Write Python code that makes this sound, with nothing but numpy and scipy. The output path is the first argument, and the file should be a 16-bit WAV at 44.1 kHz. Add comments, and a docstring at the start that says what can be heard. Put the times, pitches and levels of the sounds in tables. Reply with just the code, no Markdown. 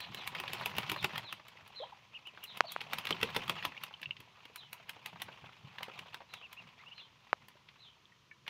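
"""A big duck shakes and flicks its wings in a straw-bedded wooden shed.
Quills zip and snap, feathers rub into a rustle, the wings puff air and straws crack over soft thuds.
Ducklings sing gliding tones: falling peeps from the back, arched chirps at their bowl, where water
gulps and drips ring as tiny bubbles. Three dry, heavily damped knocks sound close by.
The boards answer with a short reverb over a faint room tone."""
import sys
import numpy as np
from scipy import signal
from scipy.fft import rfft, irfft, next_fast_len
from scipy.io import wavfile
from scipy.ndimage import uniform_filter1d, map_coordinates

SR = 44100
rng = np.random.default_rng(int(sys.argv[2]) if len(sys.argv) > 2 else 0)


def int16_out(signal):
    """Quantize to a 16-bit WAV file."""
    q = np.round(np.clip(np.atleast_2d(signal).T, -1, 1) * 32767)
    wavfile.write(sys.argv[1], SR, q.astype(np.int16))


N = 374409


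def amp(db):
    """Decibels to gain."""
    return 10 ** (np.asarray(db) / 20)


def unit(x):
    """x at rms 1."""
    return x / np.sqrt(np.mean(x ** 2) + 1e-20)


def along(points, hz):
    """Read (frequency, value) breakpoints on a log frequency axis."""
    freqs, values = np.transpose(points)
    return np.interp(np.log(hz + 1), np.log(freqs), values)


def clock(length):
    """Sample times of a sound lasting length seconds."""
    return np.arange(int(length * SR)) / SR


def add(track, s, sound):
    """Mix a sound into the track at time s."""
    part = track[max(round(s * SR), 0):][:len(sound)]
    part += sound[:len(part)]


def filtered(x, response):
    """x through an EQ given as a function of frequency."""
    size = next_fast_len(len(x) + 4096)
    return irfft(rfft(x, size) * response(np.fft.rfftfreq(size, 1 / SR)), size)[:len(x)]


def coloured(x, spectrum):
    """x through a breakpoint EQ, at rms 1."""
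    return unit(filtered(x, lambda hz: amp(along(spectrum, hz))))


def noise(samples, spectrum):
    """Noise with this spectrum, at rms 1."""
    return coloured(rng.standard_normal(samples), spectrum)


def resonance(hz, centre, width):
    """Causal response of one damped mode."""
    return 1j * hz * width / (centre ** 2 - hz ** 2 + 1j * hz * width)


def wobble(rate):
    """A smooth random modulator, rate knots a second."""
    return map_coordinates(rng.standard_normal(int(N * rate / SR) + 4), [np.arange(N) * rate / SR])


def burst(t, rise, t60):
    """An envelope with a quick attack and an exponential decay, peaking at 1."""
    shape = (1 - np.exp(-t / rise)) * amp(-60 * t / t60)
    return shape / shape.max()


def swells(times, levels_db, rise_db_per_s, fall_db_per_s):
    """A gain that swells up to each cue and dies away after it."""
    t = np.linspace(0, N / SR, N // 32)
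    since = t - times[:, None]
    level = levels_db[:, None] - np.maximum(-since * rise_db_per_s, since * fall_db_per_s)
    return amp(np.interp(np.arange(N) / SR, t, level.max(axis=0)))


def glides(rows, waver, overtone_db):
    """Nearly pure tones that bend through a few pitches: rows (time, length, pitches..., level)."""
    out, unsteady = np.zeros(N), wobble(600)
    for s, length, *pitches, db in rows:
        progress = clock(length) / length
        bend = np.polyfit(np.linspace(0, 1, len(pitches)), pitches, len(pitches) - 1)
        jitter = 1 + waver * unsteady[int(s * SR):][:len(progress)]
        phase = 2 * np.pi * np.cumsum(np.polyval(bend, progress) * jitter) / SR
        tone = np.sin(phase) + amp(overtone_db) * np.sin(2 * phase)
        add(out, s, amp(db) * np.sqrt(np.sin(np.pi * progress)) * tone)
    return out


HARD_DB = -19  # a flick above this level is a full wingbeat
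# EQs of a flick's mid snap, airy quill hiss and low thump: (frequency [Hz], level [dB])
SNAP_EQ = [(100, -33.5), (380, -13), (520, -16.5), (900, -0.5), (1700, -4), (2500, 4), (3300, 1),
           (4500, -10), (6500, -23), (8500, -26), (11000, -44)]
QUILL_EQ = [(2000, -38), (5000, 1), (8000, -4), (10500, 2), (13000, 2.5), (15500, 2)]
THUMP_EQ = [(30, -30), (80, -7), (170, 1), (270, -9), (350, 3), (420, 1.5), (550, -12), (1000, -11.5),
            (3000, -69.5)]
# wing flicks, in flurries: (time [s], snap level [dB], hiss level [dB], thump level [dB])
FLICKS = [(0.002, -31.5, -50.5, -78), (0.144, -29, -48, -56), (0.273, -24, -42, -60),
          (0.398, -26, -45.5, -47.5), (0.531, -26, -41, -48), (0.657, -19.5, -37.5, -47),
          (0.781, -18.5, -39, -45), (0.895, -21.5, -45, -54), (0.915, -21.5, -40.5, -42),
          (1.042, -16, -41.5, -42), (1.177, -24, -46, -60), (1.324, -26, -48.5, -57),
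          (1.481, -41.5, -57, -83), (1.675, -48, -61, -80), (2.269, -42, -62.5, -66),
          (2.437, -37, -44, -67), (2.571, -32.5, -51, -63), (2.718, -35, -42.5, -67),
          (2.812, -29, -57, -56), (2.931, -20, -42.5, -62), (2.983, -25, -43, -67), (3.051, -26, -51, -55),
          (3.105, -18.5, -45.5, -36.5), (3.228, -14.5, -41.5, -35), (3.362, -17, -40.5, -37),
          (3.494, -16.5, -41, -44), (3.649, -19, -41, -46), (3.834, -26.5, -43, -62),
          (4.014, -39, -57.5, -63), (4.201, -41, -59, -63), (4.452, -38, -67, -60.5),
          (4.557, -34.5, -47, -81), (4.728, -31.5, -44, -79), (4.892, -29, -46.5, -73),
          (5.058, -27.5, -47, -77), (5.217, -26, -42.5, -64), (5.829, -26, -50.5, -68),
          (5.989, -30, -58, -61), (6.142, -29.5, -55, -64), (6.336, -30.5, -55, -74),
          (6.527, -37, -54, -78), (7.482, -43, -58.5, -70), (8.477, -27, -58, -71)]


def wing_flicks(snap_delay_s=0.0015, lead_s=0.015):
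    """Each flick zips the quills past each other: a brief swish, a snap, a hiss and a puff of air."""
    out, t = np.zeros(N), clock(0.1)
    for s, db, hiss_db, thump_db in FLICKS:
        tilt_db_per_octave = 0.13 * (hiss_db + 47)  # a harder zip is brighter
        hiss_eq = [(hz, level + tilt_db_per_octave * max(np.log2(hz / 7000), 0))
                   for hz, level in QUILL_EQ]
        barbs, quills, air = (noise(len(t), eq) for eq in (SNAP_EQ, hiss_eq, THUMP_EQ))
        snap = amp(db - 23.5) * unit(barbs * burst(t, rise=0.00089, t60=0.02))
        hiss = amp(hiss_db - 12.5) * unit(quills * burst(t, rise=0.00092, t60=0.017))
        push_db = 0.5 * max(db - HARD_DB, 0)  # hard beats push disproportionately more air
        thump = amp(thump_db + push_db - 11) * unit(air * burst(t, rise=0.00078, t60=0.045))
        add(out, s + snap_delay_s, snap + hiss + thump)
        if db > HARD_DB:  # the leading feathers let go early
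            add(out, s - lead_s, amp(-12.5) * (snap + hiss))
        # the feathers start to slide just before they let go
        fade_in = amp(-22 - 60 * t[::-1] / 0.033)
        swish = (amp(db - 11.5) * barbs + amp(hiss_db - 4) * quills) * fade_in
        add(out, max(s - len(t) / SR, 0), swish[-max(int(s * SR), 1):])
    return out


def rubbing(spectrum, slips_per_s, spread_db, floor, t60, patchy_db=2.5):
    """Noise that flares with every tiny slip; each band flutters as different feathers touch."""
    onsets = rng.random(N) < slips_per_s / SR
    slips = onsets * amp(spread_db * np.minimum(rng.exponential(size=N), 3))
    energy = signal.fftconvolve(slips ** 2, burst(clock(0.03), rise=0.00072, t60=t60))[:N]
    contact = unit(np.sqrt(np.abs(energy)))
    friction = coloured((floor + contact) * rng.standard_normal(N), spectrum)
    bands = signal.stft(friction, nperseg=256)[2]
    patches = uniform_filter1d(rng.standard_normal(bands.shape), size=5, axis=0)
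    patches = unit(uniform_filter1d(patches, size=5, axis=1))
    return unit(signal.istft(bands * amp(patchy_db * patches), nperseg=256)[1][:N])


# EQs of rubbing feathers and of the low boom of moving air: (frequency [Hz], level [dB])
FEATHER_EQ = [(100, -36.5), (200, -5), (290, -21), (390, -7.5), (520, -7), (750, -1), (1030, 2.5),
              (1550, -6), (2000, -2.5), (2550, 2), (3400, -3.5), (5000, -15), (6500, -22.5), (8500, -33.5)]
AIR_EQ = [(25, -27.5), (45, -24.5), (70, -14.5), (105, 0), (145, 2.5), (200, -2.5), (270, -14),
          (400, -18.5), (700, -43), (2000, -81.5)]
# fader ride for how hard the duck shakes: (time [s], level [dB])
SHAKE = [(0.0, -55), (0.52, -49.5), (0.99, -49), (1.15, -49.5), (1.36, -63), (1.81, -62), (2.07, -67),
         (2.28, -66.5), (2.52, -60), (3.29, -49.5), (3.53, -51.5), (4.14, -65.5), (4.38, -66.5),
         (5.25, -60.5), (5.6, -63), (6.0, -56.5), (6.26, -66.5), (6.78, -63), (7.2, -68), (7.63, -71.5),
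         (7.79, -69.5), (8.45, -86)]


def feather_rustle(full_shake_db=-49.5):
    """Feathers rub and the wings push air about: both follow the shaking and swell at each flick."""
    shake_db = np.interp(np.arange(N) / SR, *np.transpose(SHAKE))
    effort_db = shake_db - full_shake_db
    times, db, hiss_db, _ = np.transpose(FLICKS)
    stroke = swells(times, db - HARD_DB, rise_db_per_s=900, fall_db_per_s=303)
    settling = swells(times, hiss_db, rise_db_per_s=900.5, fall_db_per_s=329)
    draught = swells(times, 1.39 * (db - HARD_DB), rise_db_per_s=267.5, fall_db_per_s=302)
    flutter = amp(1.4 * wobble(60))
    feathers = flutter * rubbing(FEATHER_EQ, slips_per_s=300, spread_db=5, floor=0.71, t60=0.019)
    barbs = rubbing(QUILL_EQ, slips_per_s=90, spread_db=6, floor=0.4, t60=0.012)
    air = noise(N, AIR_EQ) * amp(2.1 * wobble(25))
    return (np.hypot(amp(shake_db + 2), amp(-44) * stroke) * feathers
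            + np.hypot(amp(-76 + 3.4 * effort_db), amp(-24.5) * settling) * barbs
            + np.hypot(amp(-59 + 1.33 * effort_db), amp(-54.5) * draught) * air)


# pitch envelope of a peep, evenly spaced points: (share of the base pitch [ratio])
PEEP_SHAPE = [0.95, 0.96, .8, .75]
# peeps from the back of the shed: (time [s], length [s], base pitch [Hz], level [dB])
PEEPS = [(0.0, 0.032, 4220, -39.5), (.145, 0.1, 4100, -45.5), (0.95, 0.081, 4260, -42.5),
         (1.227, 0.1, 4150, -45), (1.744, .09, 4220, -42), (2.458, 0.068, 4120, -44),
         (2.645, .08, 4426, -42), (4.557, .083, 4060, -48.5), (6.28, 0.15, 4050, -52),
         (6.946, 0.092, 4180, -49.5), (7.779, .12, 4120, -51.5)]


def duckling_peeps():
    """A thin call that holds its pitch, then drops; each a little higher or lower, longer or shorter."""
    rows = [(s, length, *(hz * np.array(PEEP_SHAPE)), db) for s, length, hz, db in PEEPS]
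    return glides(rows, waver=0.025, overtone_db=-51.5)


# reverb time of the wooden shed: (frequency [Hz], t60 [s])
SHED_DECAY = [(150, 0.32), (1000, 0.085), (3500, 0.087), (8000, 0.12), (15000, 0.065)]


def shed_reverb(x, stretch=1, sections=12, attack_s=0.0043):
    """The boards answer, each band dying at its own speed."""
    out, edges = np.zeros(N), np.linspace(0, N, sections + 1).astype(int)
    for start, end in zip(edges, edges[1:]):
        # a fresh random tail for each section keeps the reverb from ringing at fixed pitches
        hz, t, bands = signal.stft(rng.standard_normal(SR // 2), SR, nperseg=256)
        t60 = stretch * along(SHED_DECAY, hz)[:, None]
        tail = signal.istft(bands * amp(-60 * t / t60), SR, nperseg=256)[1]
        tail *= np.clip(np.arange(len(tail)) / SR / attack_s, 0, 1) ** 2
        add(out, start / SR, signal.fftconvolve(x[start:end], tail / np.linalg.norm(tail)))
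    return out


# EQ of the shed's background: (frequency [Hz], level [dB])
ROOM_TONE_EQ = [(15, -52), (25, -19), (123, 5.5), (285, -7.5), (463, -8), (840, -16), (962, -3),
                (1560, -11.5), (2610, -8.5), (3160, -8), (4610, -14.5), (6380, -17.5), (8140, -31),
                (14800, -33), (16000, -45.5)]


def room_tone():
    """A faint, steady bed of dark noise."""
    return amp(-68) * noise(N, ROOM_TONE_EQ)


def cracks(rows, relative_width=0.63):
    """A straw or feather cracks in one broad resonance: rows (time, level, pitch)."""
    out, t = np.zeros(N), clock(0.017)
    envelope = burst(t, rise=0.0015, t60=0.026)
    for s, db, pitch_hz in rows:
        body = lambda hz: resonance(hz, pitch_hz, relative_width * pitch_hz) / (1 + (hz / 4600) ** 6)
        crack = unit(filtered(rng.standard_normal(len(t)), body) * envelope)
        hiss = unit(noise(len(t), QUILL_EQ) * envelope)
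        hiss_db = -69 + 2.1 * (db - HARD_DB)  # hard cracks carry a trace of hiss
        add(out, s, amp(db - 25.5) * crack + amp(hiss_db) * hiss)
    return out


def back_strokes(return_share=0.45, quickest_beat_s=0.1, slowest_beat_s=0.16):
    """The wing swings back, if the next flick leaves it time, and cracks softly against the body."""
    times, db, _, _ = np.transpose(FLICKS)
    force_db = db - HARD_DB
    gap = np.diff(times, append=N / SR)
    late, detune = rng.standard_normal((len(times), 2)).T
    when = times + return_share * np.minimum(gap, slowest_beat_s) + 0.002 * late
    pitch_hz = 1390 * 2 ** (0.07 * force_db + 0.43 * detune)  # duller after a gentle flick
    rows = np.column_stack([when, -26 + 0.63 * force_db, pitch_hz])
    return cracks(rows[gap > quickest_beat_s], relative_width=0.67)


# soft low thuds, from wingbeats and perhaps padding feet: (time [s], level [dB])
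LOW_THUDS = [(.1, -48), (.78, -41), (.92, -44), (1.04, -47), (1.16, -45.5), (1.63, -59.5), (2.97, -48),
             (3.11, -41), (4.08, -53.5), (4.2, -56.5), (4.65, -64), (5.14, -54), (5.27, -54), (5.44, -53.5),
             (5.65, -52), (5.8, -56), (6.64, -53), (7.43, -59)]


def low_thuds():
    """Soft, dull bumps that only stir the low boom of the shed."""
    envelope = swells(*np.transpose(LOW_THUDS), rise_db_per_s=395, fall_db_per_s=200.5)
    return amp(-4) * envelope * noise(N, AIR_EQ)


def stray_straws(per_s=8.9, centre_hz=1400, scatter_octaves=0.54):
    """Straws give way faintly at random, louder the harder the duck shakes."""
    place, accent, detune = rng.uniform(-1, 1, (int(per_s * N / SR), 3)).T
    times = np.abs(place) * N / SR
    db = np.interp(times, *np.transpose(SHAKE)) + 7.5 + 3 * accent
    return cracks(zip(times, db, centre_hz * 2 ** (scatter_octaves * detune)))


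# foreground straw and feather cracks: (time [s], level [dB], pitch [Hz])
ACCENT_CRACKS = [(0.349, -15.5, 2170), (0.436, -19, 1030), (0.478, -16.5, 2520), (0.61, -16.5, 1030),
                 (0.739, -27, 921), (0.838, -25, 2160), (0.961, -16.5, 980), (1.157, -15.5, 1890),
                 (2.374, -27.5, 1030), (2.806, -19, 2910), (3.069, -12.5, 2420), (3.625, -18.5, 1900),
                 (4.029, -18.5, 2500), (4.166, -29, 3020), (5.158, -28, 980), (5.199, -34, 1600),
                 (5.284, -25.5, 700), (5.44, -29.5, 796), (5.491, -32, 970), (5.783, -20, 2160),
                 (5.806, -24, 770), (5.882, -24, 645), (6.204, -27.5, 810), (6.979, -29.5, 2700),
                 (7.687, -31, 2580), (8.465, -29.5, 1960), (8.477, -28, 1010)]


def accent_cracks():
    """Single straws and feathers crack hard enough to cut through the rustle."""
    return cracks(ACCENT_CRACKS)


# gulps: (time [s], length [s], start pitch [Hz], middle pitch [Hz], end pitch [Hz], level [dB])
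GULPS = [(1.800, 0.017, 550, 520, 486, -39.5), (1.815, 0.034, 516, 695, 1090, -40),
         (1.922, 0.015, 1040, 910, 740, -46), (2.638, 0.02, 766, 690, 680, -42)]


def water_gulps():
    """Water gulps under a duckling in short, low, bending blips."""
    return glides(GULPS, waver=0.055, overtone_db=-19.5)


# chirps at the bowl: (time [s], length [s], top pitch [Hz], share of the arch sung [ratio], level [dB])
CHIRPS = [(2.136, .044, 2850, 1, -44), (2.252, .046, 2920, 1, -45), (2.427, .03, 3060, 1, -43),
          (3.558, .054, 2890, 1, -45), (6.42, .05, 2800, 1, -47), (6.566, .048, 2820, 1, -48),
          (6.79, .04, 2200, .6, -56), (6.858, .037, 2950, .6, -49), (6.91, .03, 3080, .5, -48),
          (6.987, .025, 2880, .5, -50)]


def duckling_chirps(sag=0.163, rough_db=1.5):
    """Each soft chirp climbs an arch of pitch and comes down again, unless it breaks off early."""
    rows = []
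    for s, length, top_hz, share, db in CHIRPS:
        progress = np.array([0, share / 2, share])
        arch = 1 - sag * (2 * progress - 1) ** 2
        rows.append((s, length, *(top_hz * arch), db))
    return glides(rows, waver=0.032, overtone_db=-38) * amp(rough_db * wobble(250))


# resonant body of a knock: (frequency [Hz], bandwidth [Hz], level [dB])
KNOCK_MODES = [(700, 260, 5.5), (1172, 910, 19), (4350, 670, -0.5)]
# close, dry knocks: (time [s], peak level [dB], brightness [Hz])
KNOCKS = [(2.607, -6, 5500), (2.7630, -20, 2560), (7.3302, -10, 2770)]


def dry_knocks(top_hz=5270):
    """One hard contact each, so damped that it swings little more than once."""
    def response(hz, bright_hz):
        body = sum(amp(db) * resonance(hz, centre, width) for centre, width, db in KNOCK_MODES)
        contact = 1 / (1 + 1j * hz / bright_hz) ** 3
        low_cut = 1j * hz / (380 + 1j * hz)
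        notch = 1 - resonance(hz, centre=3480, width=620)  # a gap between the modes
        high_cut = 1 / (1 + 1j * hz / top_hz - (hz / top_hz) ** 2)
        return body * contact * low_cut * notch * high_cut

    out, impulse = np.zeros(N), signal.unit_impulse(int(0.03 * SR))
    for s, db, bright_hz in KNOCKS:
        knock = filtered(impulse, lambda hz: response(hz, bright_hz))
        add(out, s, amp(db) * knock / np.abs(knock).max())
    return out


# drips in the bowl: (time [s], level [dB], pitch [Hz], t60 [s])
DRIPS = [(3.126, -25, 3090, 0.031), (3.747, -44, 1850, 0.017), (3.767, -40, 2230, .03),
         (3.777, -37, 2830, 0.02), (3.939, -38.5, 3055, 0.033), (4.0575, -32.5, 2700, 0.025),
         (4.1087, -24.5, 2820, 0.013), (8.055, -50.5, 3420, 0.012), (8.121, -55, 1910, 0.039),
         (8.312, -49, 2255, 0.053), (8.314, -48, 1750, 0.043)]


def water_drips(splash_db=-11, top_hz=4800):
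    """Each drop lands with a tiny splash and traps a bubble that rings briefly."""
    out, t = np.zeros(N), clock(0.05)
    for s, db, pitch_hz, t60 in DRIPS:
        band = lambda hz: resonance(hz, pitch_hz, pitch_hz / 2) ** 2
        splash = amp(splash_db) * unit(filtered(rng.standard_normal(len(t)), band))
        bubble = np.sin(2 * np.pi * pitch_hz * t)
        add(out, s, amp(db) * (bubble + splash) * burst(t, rise=0.0002, t60=t60))
    return filtered(out, lambda hz: 1 / (1 + (hz / top_hz) ** 8))


def scene():
    """The mono mix: near sounds are mostly direct; the far peeps arrive mostly by the walls."""
    duck = wing_flicks() + accent_cracks() + back_strokes() + stray_straws()
    bowl = water_drips() + water_gulps() + amp(-0.5) * duckling_chirps()
    peeps = duckling_peeps()
    knocks = dry_knocks()
    reverb = shed_reverb(amp(-10) * duck + amp(-13.5) * bowl + amp(-40.5) * knocks)
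    # a faint hollow ring hangs in the shed after each flick
    ring = amp(9) * filtered(reverb, lambda hz: resonance(hz, centre=980, width=60))
    bed = room_tone()
    far_peeps = amp(-4) * (shed_reverb(peeps, stretch=2.6) + amp(-9) * peeps)
    near = duck + bowl + knocks + feather_rustle() + low_thuds()
    return (near + reverb + ring + far_peeps + bed)[None]


def record(dry):
    """A steep high cut on the master."""
    top_hz = 15800
    return np.array([filtered(channel, lambda hz: 1 / (1 + (hz / top_hz) ** 120)) for channel in dry])


dry = scene()
out = record(dry)
int16_out(out)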